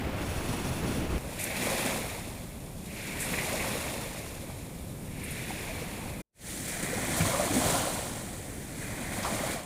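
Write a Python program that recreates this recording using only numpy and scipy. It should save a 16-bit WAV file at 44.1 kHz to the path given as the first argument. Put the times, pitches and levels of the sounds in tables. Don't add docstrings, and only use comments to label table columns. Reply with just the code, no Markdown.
import sys
import numpy as np
from scipy import signal
from scipy.fft import rfft, irfft
from scipy.io import wavfile
from scipy.ndimage import uniform_filter1d

SR = 44100
rng = np.random.default_rng(int(sys.argv[2]) if len(sys.argv) > 2 else 0)


def write(x):
    x = np.atleast_2d(x).T
    wavfile.write(sys.argv[1], SR, np.round(np.clip(x, -1, 1) * 32767).astype(np.int16))


N = 425565
TIME, HZ = np.arange(N) / SR, np.fft.rfftfreq(N, 1 / SR)

# low f/Hz, high f/Hz
STAGE_BANDS = [(170, 400), (420, 1400), (1600, 3000), (4000, 15000)]


def gain_of(db):
    return 10 ** (np.asarray(db) / 20)


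def evened(x):
    return x / np.sqrt(np.mean(x ** 2) + 1e-20)


def add(mix, start_s, sound):
    part = mix[round(start_s * SR):][:len(sound)]
    part += sound[:len(part)]


def coloured(x, colour, band=(0, SR)):
    f, db = np.transpose(colour)
    knots = np.log(np.r_[f[0] / 2, f, f[-1] * 2])
    spectrum = rfft(x) * gain_of(np.interp(np.log(HZ + 1), knots, np.r_[db[0] - 40, db, db[-1] - 40]))
    inside = (HZ >= band[0]) & (HZ <= band[1])
    return irfft(spectrum, N) * N / np.sqrt(2 * np.sum(abs(spectrum[inside]) ** 2))


def wander(rate_hz):
    return evened(irfft(rfft(rng.standard_normal(N)) * (HZ > 2) / (1 + (HZ / rate_hz) ** 2), N))


def palm_wind():
    # f/Hz, level/dB
    colour = [(20, 2), (50, -6), (90, -0.5), (130, -5), (185, -3), (250, -4), (500, -10), (800, -13.5),
              (1000, -16), (1800, -19.5), (2600, -20), (3600, -28), (6000, -35), (15000, -37.5)]
    # peak t/s, level/dB, f/Hz, half length/s
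    gusts = [(.056, -34, 100.5, .029), (.155, -31, 87, .021), (0.288, -30, 80.7, 0.018),
             (0.375, -29, 94.3, 0.017), (0.504, -29, 110, 0.017), (0.697, -32, 129.5, .034),
             (0.92, -30.5, 174, 0.1), (1.05, -33, 170, .02), (1.147, -27.5, 70.3, 0.045)]
    wind = gain_of(-34) * coloured(rng.standard_normal(N), colour) * gain_of(0.94 * wander(28))
    swirl_time = np.cumsum(1 + 0.285 * wander(60)) / SR
    flutter = coloured(rng.standard_normal(N), [(40, 8), (200, 2), (400, -2), (800, -17)])
    for peak_s, db, hz, length in gusts:
        near = slice(max(round((peak_s - 4 * length) * SR), 0), round((peak_s + 4 * length) * SR))
        swell = gain_of(db) * np.exp(-.5 * ((TIME[near] - peak_s) / length) ** 2)
        wind[near] += swell * (0.9 * np.sin(2 * np.pi * hz * swirl_time[near]) + 0.37 * flutter[near])
    return wind


def palm_hiss():
    # f/Hz, width/Hz, level/dB
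    rings = [(2580, 230, 0), (3460, 260, 0), (4360, 300, -2.5), (5680, 820, -4), (6730, 320, -4),
             (7400, 300, -8), (8240, 400, -3), (9700, 500, -3.5), (10600, 380, 0), (11000, 199.6, -14),
             (12150, 500, -8.5), (13250, 450, -19), (15000, 600, -9)]
    power = sum(gain_of(db) ** 2 / (1 + (2 * (HZ - hz) / width) ** 2) ** 0.99 for hz, width, db in rings)
    hiss = evened(irfft(rfft(rng.standard_normal(N)) * np.sqrt(power), N)) * gain_of(1.3 * wander(25))
    rise_db = 130 * np.maximum(0.27 - TIME, 0)
    fall_db = np.clip(90 * (TIME - .98), 0, 5)
    return gain_of(-44.5 - rise_db - fall_db) * sand_echo(hiss, delay_s=.004, sway=.06, share=.5)


def sand_echo(x, delay_s, sway, share):
    late = delay_s * (1 + sway * np.sin(2 * np.pi * TIME / 2))
    return (x + share * np.interp(TIME - late, TIME, x)) / np.sqrt(1 + share ** 2)


def rumble():
    # f/Hz, level/dB
    colour = [(20, -4), (45, -1.5), (85, -0.5), (170, -1), (250, -6.5), (390, -12.5), (560, -12.5),
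              (760, -19), (1000, -22.5), (1400, -29.5), (2300, -27.5), (5000, -46), (9200, -27.5),
              (12500, -32.5), (15300, -36)]
    # t/s, level/dB
    levels = [(1.2, -46.5), (2.9, -47.5), (3.4, -45), (4.5, -48), (5.2, -45.5), (6.2, -45), (6.5, -49),
              (9.5, -46)]
    low = coloured(rng.standard_normal(N), colour, STAGE_BANDS[0]) * gain_of(0.4 * wander(12))
    return gain_of(np.interp(TIME, *np.transpose(levels))) * low


def spurts(per_s, decay_s):
    kicks = rng.exponential(1, N) * (rng.random(N) < per_s / SR)
    tails = signal.lfilter([1], [1, -np.exp(-1 / (decay_s * SR))], kicks)
    heap = uniform_filter1d(tails, size=160)
    return evened(heap - uniform_filter1d(heap, SR // 6))


def bubbles(band, per_s, cycles, spread_db, rise):
    start, pitch, chance = rng.random((int(per_s * N / SR), 3), dtype=np.float32).T[:, :, None]
    lowest, highest = band[0] * .6, band[1] * 1.3
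    hz = lowest + pitch * (highest - lowest)
    turns = hz * np.arange(int(2 * cycles * SR / band[0]), dtype=np.float32) / SR
    age = turns / float(cycles)
    strength = np.float32(gain_of(spread_db * np.minimum(-np.log(1 - chance), 4))) * np.sqrt(hz)
    rings = strength * np.exp(-age) * np.sin(2 * np.pi * turns * (1 + float(rise) * age))
    samples = (start * N).astype(int) + np.arange(turns.shape[1])
    return evened(np.bincount(samples.ravel(), rings.ravel(), N)[:N])


def water(band, per_s, cycles, spread_db, rise, blur_db):
    return bubbles(band, per_s, cycles, spread_db, rise) + gain_of(blur_db) * rng.standard_normal(N)


def wave_stages():
    clumps = spurts(per_s=80, decay_s=0.017)
    plunge = water(STAGE_BANDS[0], per_s=200, cycles=2.66, spread_db=1.0, rise=0.023, blur_db=11.5)
    churn = water(STAGE_BANDS[1], per_s=1100, cycles=4.1, spread_db=0.5, rise=0.018, blur_db=6)
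    plops = gain_of(-13) * bubbles((610, 710), per_s=30, cycles=4.5, spread_db=0.0, rise=.015)
    spill = water(STAGE_BANDS[2], per_s=3000, cycles=4.05, spread_db=2.0, rise=0.015, blur_db=5.5)
    foam = water(STAGE_BANDS[3], per_s=5000, cycles=1.8, spread_db=2.0, rise=0.0092, blur_db=1.0)
    return [plunge * gain_of(.7 * clumps + 1.3 * wander(18)),
            (churn + plops) * gain_of(0.25 * clumps + .5 * wander(22)),
            spill * gain_of(0.41 * clumps + 0.21 * wander(25)),
            foam * gain_of(0.83 * clumps + 0.19 * wander(25))]


def surge(waves, stage):
    # lag/s, onset/(dB/s), build-up/dB, lateness (1 = even), fade factor
    rules = [(0, 80, 13, 0.65, 1.3), (0.078, 80, 12.5, 1.3, 1.06), (0.032, 116, 3.5, 1.3, 1.02),
             (0.036, 59, 7, 2.6, 0.89)]
    lag, onset, build_db, lateness, fade_factor = rules[stage]
    t, power = np.linspace(0, N / SR, N // 128), 0
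    for tips, build_s, hold_s, fade, *stage_db in waves:
        lands = tips + build_s + lag
        built = np.interp(t, [tips, lands], [0, 1]) ** lateness
        rise_db = build_db * (1 - built) + onset * np.maximum(tips - t, 0)
        fall_db = fade * fade_factor * np.maximum(t - lands - hold_s, 0)
        power = power + gain_of(stage_db[stage] - rise_db - fall_db) ** 2
    return np.interp(TIME, t, np.sqrt(power))


def surf(stages, waves, colours, rest_db):
    return sum(np.hypot(surge(waves, k), gain_of(rest_db[k])) * coloured(stages[k], colours[k], band)
               for k, band in enumerate(STAGE_BANDS))


def beach_waves(stages):
    waves = [(.4, .3, 0.75, 25, -53, -47.5, -53, -53.5), (1.419, 0.17, .24, 33, -37.5, -36.5, -37.5, -37),
             (2.983, 0.28, .44, 19, -42.5, -39.5, -40.5, -39.5),
             (5.184, 0.078, 0.29, 21, -49.5, -54, -44.5, -47), (5.4, .13, 0.43, 29, -51, -47, -48.5, -50.5)]
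    # f/Hz, level/dB
    colours = [
        [(90, -23), (130, -8.5), (220, -3), (290, -5.5), (380, -10.5), (500, -25.5)],
        [(280, -23.5), (400, -8.5), (530, -2), (720, -4.5), (870, -7), (1050, -8), (1350, -13.5), (1800, -17),
         (2600, -41)],
        [(1100, -28.5), (1450, -8.5), (1900, -1.5), (2300, 1.8), (2650, -1.5), (3000, -10), (3650, -12.5),
         (4400, -10), (6000, -41)],
        [(2400, -12.5), (3500, 2), (4800, -2.5), (5350, -1), (6200, -3), (6900, 1), (8000, -1.5), (9150, 2),
         (9900, -0.5), (10900, 0), (12700, -5), (14600, -7.8), (15400, -7.8)],
    ]
    # plunge/dB, churn/dB, spill/dB, foam/dB
    rest_db = [-52.5, -60.5, -66, -57]
    return sand_echo(surf(stages, waves, colours, rest_db), delay_s=.0023, sway=0.1, share=0.048)


def slaps():
    # t/s, relative level/dB, centre f/Hz, width/octaves, decay/s
    hits = [(1.385, -36, 9050, 0.43, 0.067), (1.439, -27.5, 9080, 0.39, 0.0056),
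            (2.89, -48, 2370, .23, 0.045), (3.195, -33, 8860, .36, 0.05), (3.226, -29, 2010, .27, 0.0058),
            (3.338, -27, 2040, .29, 0.0069), (3.374, -30, 2210, 0.26, 0.027),
            (3.595, -31.5, 2190, .28, 0.016), (4.495, -40, 700, .54, 0.0076),
            (5.2337, -40, 9700, 0.24, 0.021), (5.305, -39, 10000, .22, .02),
            (5.505, -33.5, 810, 0.16, 0.0083), (6.678, -36, 8540, .63, .023),
            (7.16, -32.5, 8500, 0.65, 0.044), (7.204, -31.5, 2000, .5, .012),
            (7.315, -32, 1080, 0.16, 0.059), (7.39, -25.5, 620, 0.27, 0.03), (9.226, -36, 3500, 1, .025),
            (9.243, -29, 980, .35, 0.031)]
    out, t = np.zeros(N), np.arange(SR // 2) / SR
    f = np.fft.rfftfreq(len(t), 1 / SR)
    for start_s, db, hz, octaves, decay in hits:
        hump = np.exp(-.5 * (np.log2((f + 1) / hz) / octaves) ** 2)
        spray = evened(irfft(rfft(rng.standard_normal(len(t))) * hump, len(t)))
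        bloom = 1 - np.exp(-t / (0.2 * decay))
        add(out, start_s, gain_of(db + 2.0) * spray * bloom * np.exp(-t / decay))
    return out


def gulps():
    # t/s, level/dB, f/Hz, decay/s
    pockets = [(1.694, -26, 500, .012), (3.539, -19.5, 620, 0.0068), (4.435, -30, 537, 0.0066),
               (5.693, -27, 624, .0072), (5.818, -22.5, 473, .0063), (6.93, -19, 487, 0.0071),
               (6.973, -25, 756, 0.0075), (7.202, -16, 155.9, .018), (7.208, -21.5, 94, .03),
               (7.335, -24.5, 538, 0.02), (7.505, -21.5, 287, .018), (7.562, -15.5, 244, .021),
               (9.432, -27, 618, 0.017)]
    out, t = np.zeros(N), np.arange(SR // 2) / SR
    for start_s, db, hz, decay in pockets:
        ring = np.sin(2 * np.pi * hz * t * (1 + 0.97 * t)) * (1 - np.exp(-t / .0035))
        add(out, start_s, gain_of(db) * ring * np.exp(-t / decay))
    return out


def close_waves(stages):
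    waves = [(5.7, .3, 0.67, 20, -60, -55.5, -50.5, -42.5),
             (6.718, 0.41, 0.12, 18.3, -36.5, -35.3, -40, -35.5),
             (7.44, 0.12, .14, 34, -36, -32.5, -42, -33.5), (8.82, .43, .28, 17, -42.5, -38, -43, -40)]
    # f/Hz, level/dB
    colours = [
        [(55, -15), (100, -4), (160, -3.5), (210, 0), (255, -1), (320, -3.5), (390, -9.5), (500, -10)],
        [(300, -5.5), (420, -12.5), (540, -2.5), (720, -1.5), (900, -8), (1030, -6.5), (1230, -11), (1400, -9),
         (1700, -22), (2600, -13.5), (3300, -11), (4200, -12), (6500, -25)],
        [(1100, -14), (1500, 0), (1750, 4), (2050, 4), (2450, 2.5), (2880, -25), (3250, -14), (4300, -27),
         (6000, -39)],
        [(2400, -7), (3200, -3), (4300, -3), (5100, -6), (6100, -2), (7200, 0.5), (8700, 2.5), (10300, -0.5),
         (12200, -8), (13400, -9), (15200, -7)],
    ]
    # plunge/dB, churn/dB, spill/dB, foam/dB
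    rest_db = [-48, -57.5, -55, -50.5]
    wash = surf(stages, waves, colours, rest_db)
    return sand_echo(wash, delay_s=.002, sway=0.093, share=0.078) + thud(waves)


def thud(waves):
    # f/Hz, level/dB
    colour = [(30, -9), (60, -2), (90, 0), (140, -1), (220, -6)]
    full_plunge = gain_of(-36)
    weight = (surge(waves, stage=0) / full_plunge) ** 1.9
    return gain_of(-37.5) * weight * coloured(rng.standard_normal(N), colour)


def scene():
    leave_palms_s, leave_beach_s, reach_close_s, leave_close_s = 1.181, 6.222, 6.315, 9.54
    stages = wave_stages()
    shore = rumble() + slaps() + gulps()
    beach = beach_waves(stages) + shore
    beach *= np.clip((leave_beach_s - TIME) / 0.0081, 0, 1) ** 2
    close = close_waves(stages) + shore
    close *= np.clip((TIME - reach_close_s) / 0.17, 0, 1) ** 2.44
    close *= gain_of(-101 * np.maximum(TIME - leave_close_s, 0))
    mono = np.where(TIME < leave_palms_s, palm_wind() + palm_hiss(), beach) + close
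    hush = coloured(rng.standard_normal(N), [(30, 5), (500, -7), (1500, -26), (15000, -26.5)])
    mono += gain_of(-94.0) * hush
    return np.array([mono, mono])


def record(dry):
    top_hz = 15560
    low_pass = signal.firwin(511, top_hz, window=("kaiser", 9), fs=SR)
    return signal.oaconvolve(dry, low_pass[None], "same")


dry = scene()
out = record(dry)
write(out)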